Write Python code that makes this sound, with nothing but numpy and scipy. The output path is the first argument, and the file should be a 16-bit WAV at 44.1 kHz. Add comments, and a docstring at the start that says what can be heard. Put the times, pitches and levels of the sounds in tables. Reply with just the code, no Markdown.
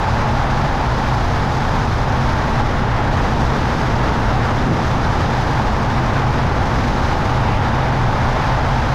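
"""Wind rushes past a small camera in fast, steady flight along a mountain face.
Swirls of air (eddies) thump the microphone, roar behind the housing and make the mount drone.
The airstream rushes, hisses and howls in the microphone's opening (the port).
One strong eddy gives a low whump about halfway, and two bright swishes come near the end.
The camera holds the bass down with a quick limiter, an automatic volume control."""
import sys
import numpy as np
from scipy import signal
from scipy.fft import rfft, irfft
from scipy.io import wavfile
from scipy.ndimage import uniform_filter1d, map_coordinates

SR = 44100
rng = np.random.default_rng(int(sys.argv[2]) if len(sys.argv) > 2 else 0)


def dump(signal):
    """Clip the signal to [-1, 1] and save it as 16-bit WAV at the path in sys.argv[1]."""
    limited = np.clip(np.atleast_2d(signal).T, -1, 1)
    pcm = np.round(limited * 32767).astype(np.int16)
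    wavfile.write(sys.argv[1], SR, pcm)


N = 394254

# rumble of large eddies on the microphone: (frequency [Hz], relative level [dB])
RUMBLE_SPECTRUM = [(8, -5), (22, -1), (42, 1), (105, 0), (140, -5), (175, -14.5), (260, -24.5),
                   (600, -61.5)]
# roar of smaller eddies in the wake, the churned air behind the housing:
# (frequency [Hz], relative level [dB])
WAKE_SPECTRUM = [(90, -9.5), (170, -1), (260, -1), (320, -3.5), (420, -5.5), (520, -5.5), (700, -17),
                 (1200, -27)]
# strength of the wake, building to mid-flight and easing again: (time [s], strength [dB])
WAKE_STRENGTH = [(0, -1.7), (1.2, -1), (3.0, 0.9), (4.9, 0.8), (5.6, -0.3), (6.8, 0.7), (7.8, -0.2),
                 (8.94, -1.3)]
# notes at which the mount rings: (frequency [Hz], width [Hz], level [dB])
MOUNT_NOTES = [(126.3, 14.2, -25), (228.3, 9, -33)]
# broad rush of the airstream: (frequency [Hz], relative level [dB])
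RUSH_SPECTRUM = [(200, -12.5), (470, -4), (650, 0.9), (900, -1), (1150, 0), (1650, -3.5), (2100, -9),
                 (2600, -14), (3600, -18), (4500, -26), (7000, -45)]
# slow rise and fall of the rush: (time [s], level change [dB])
RUSH_CHANGES = [(0, 0), (0.8, -0.4), (1.9, -1.0), (2.15, -0.0), (4.1, 0.3), (4.8, 0), (5.8, -0.1),
                (7.7, 0.3), (8.35, 0.9), (8.94, 0.9)]
# hiss of tiny eddies at the port: (frequency [Hz], relative level [dB])
HISS_SPECTRUM = [(1500, -11.5), (3800, 1), (4400, -1.3), (5000, 0.5), (5500, -2.5), (6200, -4.5),
                 (7000, -10), (7600, -15.5), (9300, -21.5), (10200, -22.5), (12100, -20), (13100, -40),
                 (14000, -42)]
# slow rise and fall of the hiss: (time [s], level change [dB])
HISS_CHANGES = [(0, 0.3), (0.8, -0.4), (1.1, 1), (2.5, 0.1), (3.05, -3), (3.2, 0.3), (3.55, 1.2), (4.3, 0),
                (5.4, 1.2), (6.2, -0.9), (6.7, -0.5), (7.0, 1.8), (7.6, -2), (7.9, -1.5), (8.3, 0),
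                (8.94, 0.0)]
# one strong eddy striking the housing: (time [s], half length [s], level [dB])
STRONG_EDDY = (4.70, 0.043, -20)
# whump of that eddy: (frequency [Hz], relative level [dB])
WHUMP_SPECTRUM = [(70, -25), (150, -2), (220, -0.5), (340, -5.5), (480, -17)]
# brief swishes in the airstream: (time [s], half length [s], level [dB])
SWISH_EVENTS = [(7.52, 0.07, -33), (8.42, 0.04, -37)]
# bright tone of the swishes: (frequency [Hz], relative level [dB])
SWISH_SPECTRUM = [(800, -20), (1500, 0), (2200, 0), (2900, -4), (3800, -20)]

# base levels of the steady sounds, before the camera changes them
RUMBLE_DB, WAKE_DB, RUSH_DB, HISS_DB, HOWL_DB = -20.5, -26.5, -23.6, -38.5, -25
# dB gained by the roar, and lost by the howl, for each dB of wake strength
ROAR_PER_WAKE, HOWL_LOSS_PER_WAKE = 1.64, 0.8


def undb(db):
    """Turn decibels into a number to multiply the sound by."""
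    return 10 ** (np.asarray(db) / 20)


def unit(x):
    """Scale a signal so that its average power is 1."""
    return x / np.sqrt(np.mean(x ** 2))


def curve(table):
    """Join (time, value) points with straight lines, one value a sample."""
    return np.interp(np.arange(N) / SR, *np.transpose(table))


def swell(at_s, half_s):
    """A bell-shaped rise to 1 and fall back."""
    return np.exp(-((np.arange(N) / SR - at_s) / half_s) ** 2 / 2)


def wander(rate_hz):
    """A smooth random wobble, about 1 in size, mostly slower than rate_hz."""
    freqs = np.fft.rfftfreq(N, 1 / SR)
    noise = rfft(rng.standard_normal(N))
    return unit(irfft(noise * (freqs > 1) / (1 + (freqs / rate_hz) ** 2), N))


def turbulence(spectrum):
    """Churning air: noise shaped by a spectrum, a list of how strong each frequency is."""
    hz, db = np.transpose(spectrum)
    freqs = np.maximum(np.fft.rfftfreq(N, 1 / SR), 1)
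    gain = undb(np.interp(np.log(freqs), np.log(hz), db))
    gain *= np.minimum(hz[-1] / freqs, 1) ** 2  # fade out above the last point
    return unit(irfft(rfft(rng.standard_normal(N)) * gain, N))


def ring(hz, width_hz, drift):
    """Eddies make a part ring with a rough note whose pitch wanders with the flow."""
    freqs = np.maximum(np.fft.rfftfreq(N, 1 / SR), 1)
    off_pitch = (freqs / hz - hz / freqs) * hz / width_hz
    eddies = np.exp(-np.log(freqs / hz) ** 2)  # those near its own pitch drive it
    tone = irfft(rfft(rng.standard_normal(N)) * eddies / (1 + 1j * off_pitch), N)
    position = np.cumsum(1 + drift * wander(rate_hz=2.58))  # run a little faster or slower
    return unit(map_coordinates(tone, [position], order=1, mode="wrap"))


def buffeting(wake_db):
    """Large eddies thump the microphone, smaller ones roar behind the housing, and the mount drones."""
    uneven_db = 1.5 * wander(rate_hz=4.0)
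    rumble = undb(RUMBLE_DB + uneven_db) * turbulence(RUMBLE_SPECTRUM)
    roar = undb(WAKE_DB + ROAR_PER_WAKE * wake_db) * turbulence(WAKE_SPECTRUM)
    drone = sum(undb(db) * ring(hz, width, drift=0.0067) for hz, width, db in MOUNT_NOTES)
    return rumble + roar + drone


def airstream():
    """Air rushes and hisses; both flutter together as the stream peels off the housing."""
    flutter = wander(rate_hz=34)
    rush_db = RUSH_DB + curve(RUSH_CHANGES) + 0.8 * flutter + 0.35 * wander(rate_hz=6.2)
    rush = undb(rush_db) * turbulence(RUSH_SPECTRUM)
    hiss_db = HISS_DB + curve(HISS_CHANGES) + 0.84 * flutter + 0.39 * wander(rate_hz=8.9)
    hiss = undb(hiss_db) * turbulence(HISS_SPECTRUM)
    return rush + hiss


def port_howl(wake_db):
    """The air in the port rings with a hollow howl, loudest when the flow is smooth."""
    return undb(HOWL_DB - HOWL_LOSS_PER_WAKE * wake_db) * ring(hz=843, width_hz=153, drift=0.0079)


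def eddy_whump(at_s, half_s, db):
    """One strong eddy strikes the housing with a short, low whump."""
    return undb(db) * swell(at_s, half_s) * turbulence(WHUMP_SPECTRUM)


def swishes():
    """The airstream turns brighter for a moment at each swish."""
    loudness = sum(undb(db) * swell(at_s, half_s) for at_s, half_s, db in SWISH_EVENTS)
    return loudness * turbulence(SWISH_SPECTRUM)


def scene():
    """Add up all the wind sounds at the one microphone."""
    wake_db = curve(WAKE_STRENGTH)
    at_s, half_s, whump_db = STRONG_EDDY
    dip = undb(-2.0 * swell(at_s, half_s))  # rush, hiss and howl get briefly quieter during the whump
    wind = buffeting(wake_db) + dip * (airstream() + port_howl(wake_db))
    return (wind + eddy_whump(at_s, half_s, whump_db) + swishes())[None]


def lowpass(x, hz, order):
    """Keep the sound below hz; a higher order cuts the rest more steeply."""
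    freqs = np.fft.rfftfreq(N, 1 / SR)
    return irfft(rfft(x) / (1 + (freqs / hz) ** order), N)


def limiter(x, threshold_db, window_s, slope):
    """Turn the sound down smoothly as its power nears and passes the threshold."""
    size = int(window_s * SR)
    power = uniform_filter1d(x ** 2, size, mode="wrap")
    smooth_power = uniform_filter1d(power, size, mode="wrap")
    return x * (1 + smooth_power / undb(threshold_db) ** 2) ** (-slope / 2)


def record(dry):
    """The camera limits the bass and lifts it back up, rounds the peaks and cuts the highest treble."""
    bass = lowpass(dry, hz=350, order=4)
    held_bass = limiter(bass, threshold_db=-24, window_s=.018, slope=.6)
    mix = dry - bass + undb(5.0) * held_bass
    rounded = np.tanh(.7 * mix) / .7
    treble_cut = signal.ellip(8, .1, 70, 13900, fs=SR, output="sos")  # steep, above 13900 Hz
    return signal.sosfilt(treble_cut, rounded)


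dry = scene()
out = record(dry)
dump(out)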